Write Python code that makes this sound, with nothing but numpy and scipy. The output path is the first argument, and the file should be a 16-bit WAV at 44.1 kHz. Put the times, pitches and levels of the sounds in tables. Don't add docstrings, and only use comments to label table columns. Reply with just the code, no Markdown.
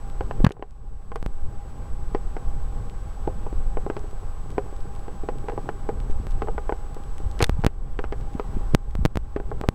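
import sys
import numpy as np
from scipy import signal
from scipy.fft import rfft, irfft
from scipy.io import wavfile
from scipy.ndimage import uniform_filter1d

SR = 44100
rng = np.random.default_rng(int(sys.argv[2]) if len(sys.argv) > 2 else 0)


def waveform_to_disk(signal):
    frames = np.transpose(np.atleast_2d(signal))
    scaled = np.clip(frames, -1, 1) * 32767
    samples = np.round(scaled).astype(np.int16)
    wavfile.write(sys.argv[1], SR, samples)


N = 429534
TIME_S = np.arange(N) / SR
RING_S = np.arange(SR // 6) / SR
STONES_FROM_S, ROAR_RISE_FROM_S = 3.9, 7.3

# (time [s], shaking [dB])
ROUGHNESS = [(0, -1.5), (.45, 4.5), (.8, 3.5), (1.25, 2), (1.75, 0.5), (2.3, 2), (2.7, -1.5), (3.55, 2.5),
             (4.65, -5), (5.25, -0.5), (6.1, 3), (6.85, -3.5), (7.2, 0.5), (7.45, 4), (8.05, 6),
             (8.45, 2.5), (9.05, 8.5), (9.74, 6.5)]
# (frequency [Hz], relative level [dB])
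RUMBLE_SPECTRUM = [(5, -2.5), (11, 1), (30, -5), (55, -12), (80, -19), (110, -30), (200, -45), (400, -87),
                   (3000, -120)]
JUDDER_SPECTRUM = [(60, -23), (105, 3.5), (160, -5.5), (240, -10.5), (320, -17.5), (410, -14), (510, -16.5),
                   (620, -28.5), (1000, -26), (6000, -93)]
TYRE_SPECTRUM = [(200, -3.5), (420, 0), (520, -2), (650, -2.5), (900, -8.5), (1070, -0.5), (1300, -7),
                 (1480, -10.5), (1700, -15), (2600, -20.5), (3150, -21.5), (4000, -25), (7000, -29),
                 (16000, -39)]
HISS_SPECTRUM = [(300, 4.5), (3000, 2.5), (5000, 1), (7500, -1), (10000, -3.5), (13000, -7.5), (16000, -27)]
CLICK_SPECTRUM = [(600, -6), (1500, 0), (3200, 2), (6000, -5.5), (9000, -8.5), (13000, -17.5), (16000, -43)]
CRACK_SPECTRUM = [(700, 1.5), (1500, 4.5), (2000, -0.5), (2700, -5.5), (3100, -8.5), (3700, -21.5),
                  (4500, -17.5), (6000, -25.5), (12000, -47)]
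# (frequency [Hz], width [Hz], relative level [dB])
HOUSING_BANDS = [(806.8, 32, -2.5), (1563, 89, -16.5)]
# (time [s], level [dB])
GRIT_TICKS = [(0.1, -59), (0.709, -54), (2.898, -54.5), (6.0025, -54), (7.0374, -60), (7.1822, -53),
              (7.3141, -56), (7.4675, -49)]
# (frequency [Hz], relative level [dB], free t60 [s])
MOUNT_SHELL_MODES = [(485, 7.5, 0.086), (636, -5, 0.048), (707, 7, 0.035), (1010, -37.5, 0.015),
                     (981, 5.5, 0.036), (1189, -1.5, 0.052), (1436, -1, 0.025), (2456, -29, 0.098)]
MOUNT_BODY_MODES = [(362.5, 12, 0.014), (377, -21, 0.012), (407, -7, 0.14)]
CAMERA_HOUSING_MODES = [(750, -13, 0.11), (811, 1, 0.047)]
# (time [s], shell level [dB], body level [dB re shell], hardness [dB])
MOUNT_KNOCKS = [(0.2082, -32, 3, -12), (0.3104, -34.5, -3.5, -9), (0.4032, -42.5, 13.5, -28),
                (0.4465, -32, -12, 9.5), (0.4658, -27, -19, 9.5), (0.507, -26.5, 9.5, -4),
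                (0.568, -34.5, -7, -20), (0.595, -36.5, 10, -26), (0.625, -23.5, 4, -12),
                (1.1185, -31.5, -25, -10.5), (1.1581, -29, -1.5, -6), (2.148, -25.5, 4, -12),
                (2.3665, -37, 4.5, -9.5), (3.2755, -27, 5.5, -34), (3.4653, -37, 1, -29),
                (3.528, -45.5, 12.5, -34), (3.7709, -30, 0.5, -16), (3.8644, -32, 5.5, -30),
                (3.9001, -32, 7.5, -9), (3.9666, -36.5, 6, -4), (4.581, -26.5, 6, -14),
                (5.0813, -39, 1, -15), (5.2356, -42.5, 10.5, -41), (5.2879, -29, 1, -13),
                (5.4847, -29.5, -20, -11.5), (5.497, -37.5, 3, -9), (5.5201, -35.5, -7, -22),
                (5.5774, -30, 2.5, -23), (5.6901, -31, 3, -7.5), (5.8901, -27, 4, -15.5),
                (6.4201, -29, 3.5, -10), (6.4733, -36.5, 0, -15.5), (6.4848, -29, 0, -23),
                (6.5806, -31, 0, -13), (6.694, -26.5, 0, -17), (6.7235, -30, 4, -16),
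                (6.098, -52, 15.5, -26), (6.966, -44, 7, -21), (7.202, -49.5, 9.5, -17),
                (7.4049, -27.5, 4, -6.5), (7.4134, -37, 9.5, 1), (7.4264, -23.5, -19, -6.5),
                (7.6384, -30, -13, -8.5), (7.671, -37.5, 10, 2.5), (7.9905, -28.5, 6, -4),
                (8.0407, -33, 3, -4), (8.124, -29.5, 3.5, -7), (8.3967, -30.5, 5.5, -8),
                (9.3629, -26.5, 10, -6), (9.4003, -32, 7.5, -15), (9.5154, -26.5, 1.5, -21.5),
                (9.6376, -27, 1, -22)]
# (centre time [s], frequency [Hz], level [dB])
SUSPENSION_THUDS = [(0.404, 23.3, -9), (0.4454, 170, 4.5), (0.4678, 119, 7.5), (7.265, 62, -16),
                    (7.427, 90.5, -7.5), (7.526, 57, -10.5), (7.592, 128, -12), (8.352, 202.4, -14.5),
                    (8.569, 220, -16.5), (8.7371, 310, -17.5), (8.7444, 97, -5), (8.991, 139, -9),
                    (9.01, 50.2, -6.5), (9.169, 75, -5)]
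# (time [s], pressure step [relative])
MIC_POPS = [(0.4464, -0.6), (0.4667, 2), (0.4922, -1.1), (1.2278, 0.42), (1.2625, 0.76), (6.269, 0.22),
            (7.4954, 1.53), (7.6471, 1.47), (7.6654, 3.5), (8.749, 4), (8.9531, 0.72), (9.0525, 4),
            (9.0589, 4), (9.157, 1.5), (9.1723, 3), (9.6134, 0.76), (9.6882, 3)]
# (time [s], level [dB])
EDGE_CLACKS = [(0.4468, -31.5), (0.4684, -43), (.499, -46), (0.5198, -33), (1.158, -44), (7.392, -44),
               (7.4166, -39), (7.425, -25), (7.442, -21.5), (8.909, -54.5)]


def undb(db):
    return 10 ** (np.asarray(db) / 20)


def unit(x):
    return x / np.sqrt(np.mean(x ** 2))


def unit_energy(x):
    return x / np.sqrt(np.sum(x ** 2) / (.02 * SR))


def add(out, start_s, x):
    i = max(int(start_s * SR), 0)
    out[i:i + len(x)] += x[:max(N - i, 0)]


def colour(x, spectrum):
    size = 16384
    hz, db = np.transpose(spectrum)
    bins_hz = np.maximum(np.fft.rfftfreq(size, 1 / SR), 1)
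    bins_db = np.interp(np.log(bins_hz), np.log(hz), db)
    cepstrum = irfft(np.log(undb(bins_db)))
    cepstrum[1:size // 2] *= 2
    cepstrum[size // 2 + 1:] = 0
    impulse = irfft(np.exp(rfft(cepstrum)))
    return signal.fftconvolve(x, impulse)[:len(x)]


def lowpass(x, hz):
    return signal.lfilter(*signal.butter(1, min(hz, SR / 2 - 1), fs=SR), x)


def shaking_db(time_s):
    return np.interp(time_s, *np.transpose(ROUGHNESS))


def stony_time_s(share):
    return STONES_FROM_S + share * (N / SR - STONES_FROM_S)


def road_noise(spectrum, flutter_db, flutter_hz):
    noise = colour(rng.standard_normal(N), spectrum)
    hold = int(SR / flutter_hz)
    steps = np.repeat(rng.standard_normal(N // hold + 1), hold)
    wander = unit(uniform_filter1d(steps, hold)[:N])
    return unit(noise * undb(flutter_db * wander))


def tyre_roar():
    roar = undb(1) * road_noise(TYRE_SPECTRUM, flutter_db=.6, flutter_hz=25)
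    for hz, width_hz, db in HOUSING_BANDS:
        b, a = signal.iirpeak(hz, hz / width_hz / 1.48, fs=SR)
        band = signal.lfilter(b, a, rng.standard_normal(N))
        roar += undb(db) * unit(signal.lfilter(b, a, band))
    roar_rise_db = 2.5 * np.clip((TIME_S - ROAR_RISE_FROM_S) / .09, 0, 1)
    return undb(-50 + .083 * shaking_db(TIME_S) + roar_rise_db) * roar


def body_shake():
    rumble = undb(-24.5) * road_noise(RUMBLE_SPECTRUM, flutter_db=2.35, flutter_hz=4.5)
    judder = undb(-42) * road_noise(JUDDER_SPECTRUM, flutter_db=3, flutter_hz=22)
    return undb(shaking_db(TIME_S)) * (rumble + judder)


def electronics(whine_hz=7867, rise_hz=60, frame_hz=30):
    pause = (TIME_S * frame_hz + rng.random()) % 1 < .25
    phase = 2 * np.pi * np.cumsum(whine_hz + rise_hz * pause) / SR
    whine = undb(-64) * np.sqrt(2) * np.sin(phase)
    hiss = undb(-66) * unit(colour(rng.standard_normal(N), HISS_SPECTRUM))
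    return whine + hiss


def burst(t60_s):
    return rng.standard_normal(len(RING_S)) * np.exp(-np.log(1000) * RING_S / t60_s)


def click(db, t60_s):
    return undb(db) * unit_energy(colour(burst(t60_s), CLICK_SPECTRUM))


def grit(t60_s=.00067):
    out = np.zeros(N)
    for time_s, db in GRIT_TICKS:
        add(out, time_s, click(db, t60_s))
    for share, size in rng.random(size=(24, 2)):
        add(out, stony_time_s(share), click(-61.5 + 5 * size ** 2, t60_s))
    return out


def ring(modes, scatter_db, detune):
    hz, db, t60_s = np.transpose(modes)[:, :, None]
    size, shift = rng.standard_normal((2, len(modes), 1))
    waves = np.sin(2 * np.pi * hz * (1 + detune * shift) * RING_S)
    decay = undb(-60 * RING_S / t60_s)
    return np.sum(undb(db + scatter_db * size) * waves * decay, axis=0)


def knock(db, body_db, hardness_db, grip_s=.069):
    contact_hz = 1500 * undb(.37 * (hardness_db + 15))
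    grip = np.exp(-RING_S / grip_s)
    shell = grip * ring(MOUNT_SHELL_MODES, scatter_db=4.5, detune=.05)
    shell = unit_energy(lowpass(lowpass(shell, contact_hz), contact_hz))
    body = unit_energy(grip * ring(MOUNT_BODY_MODES, scatter_db=2, detune=.015))
    housing = unit_energy(ring(CAMERA_HOUSING_MODES, scatter_db=2, detune=.006))
    crack = colour(burst(t60_s=.011) + undb(-15) * burst(t60_s=.06), CRACK_SPECTRUM)
    crack = unit_energy(lowpass(crack, 3 * contact_hz))
    return undb(db) * (shell - undb(body_db) * body + undb(-3.5) * housing + undb(hardness_db + 3) * crack)


def mount_rattle(mean_rebound_s=.006, rebound_db=-15.5):
    out = np.zeros(N)
    for time_s, db, body_db, hardness_db in MOUNT_KNOCKS:
        add(out, time_s, knock(db, body_db, hardness_db))
        delay_s = mean_rebound_s * (.5 + rng.random())
        add(out, time_s + delay_s, knock(db + rebound_db, body_db, hardness_db))
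    for share, size, tone in rng.random(size=(44, 3)):
        time_s = stony_time_s(share)
        db = -56 + 10 * size ** 2 + .29 * shaking_db(time_s)
        add(out, time_s, knock(db, body_db=5 + 7.5 * tone, hardness_db=-38))
    return out


def thud(hz, db):
    cycles = (RING_S - RING_S[-1] / 2) * hz
    envelope = np.exp(-((cycles - .2) / .5) ** 2)
    return undb(db) * np.cos(2 * np.pi * cycles) * envelope


def thuds(stone_min_hz=77.7, stone_octaves=1.7):
    out = np.zeros(N)
    for centre_s, hz, db in SUSPENSION_THUDS:
        add(out, centre_s - RING_S[-1] / 2, thud(hz, db))
    for share, pitch in rng.random(size=(14, 2)):
        time_s = stony_time_s(share)
        hz = stone_min_hz * 2 ** (stone_octaves * pitch)
        add(out, time_s, thud(hz, db=-28.5 + shaking_db(time_s)))
    return out


def pops():
    out = np.zeros(N)
    leak = np.exp(-RING_S / .0033) - .6 * np.exp(-RING_S / .0051)
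    pop = .98 * lowpass(leak, hz=1900) + .33 * leak
    for time_s, step in MIC_POPS:
        add(out, time_s, step * pop)
    return out


def clacks():
    out = np.zeros(N)
    for time_s, db in EDGE_CLACKS:
        add(out, time_s, click(db, t60_s=.014))
    return out


def scene():
    road = tyre_roar() + body_shake()
    rattles = mount_rattle() + clacks() + grit()
    return (road + rattles + thuds() + pops() + electronics())[None]


def gain_control(x, threshold, depth, release_s, attack_hz):
    excess = depth * np.maximum(np.abs(x) - threshold, 0)
    fade = np.exp(-TIME_S / release_s)
    held = np.maximum.accumulate(excess / fade) * fade
    return x / (1 + lowpass(held, attack_hz))


def record(dry):
    ducked = gain_control(dry[0], threshold=.73, depth=3.07, release_s=.37, attack_hz=37)
    clipped = np.clip(ducked, -.72, .72)
    cutoff_hz = 16300
    treble_cut = signal.ellip(8, .2, 70, cutoff_hz, fs=SR, output="sos")
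    return signal.sosfilt(treble_cut, clipped)[None]


dry = scene()
out = record(dry)
waveform_to_disk(out)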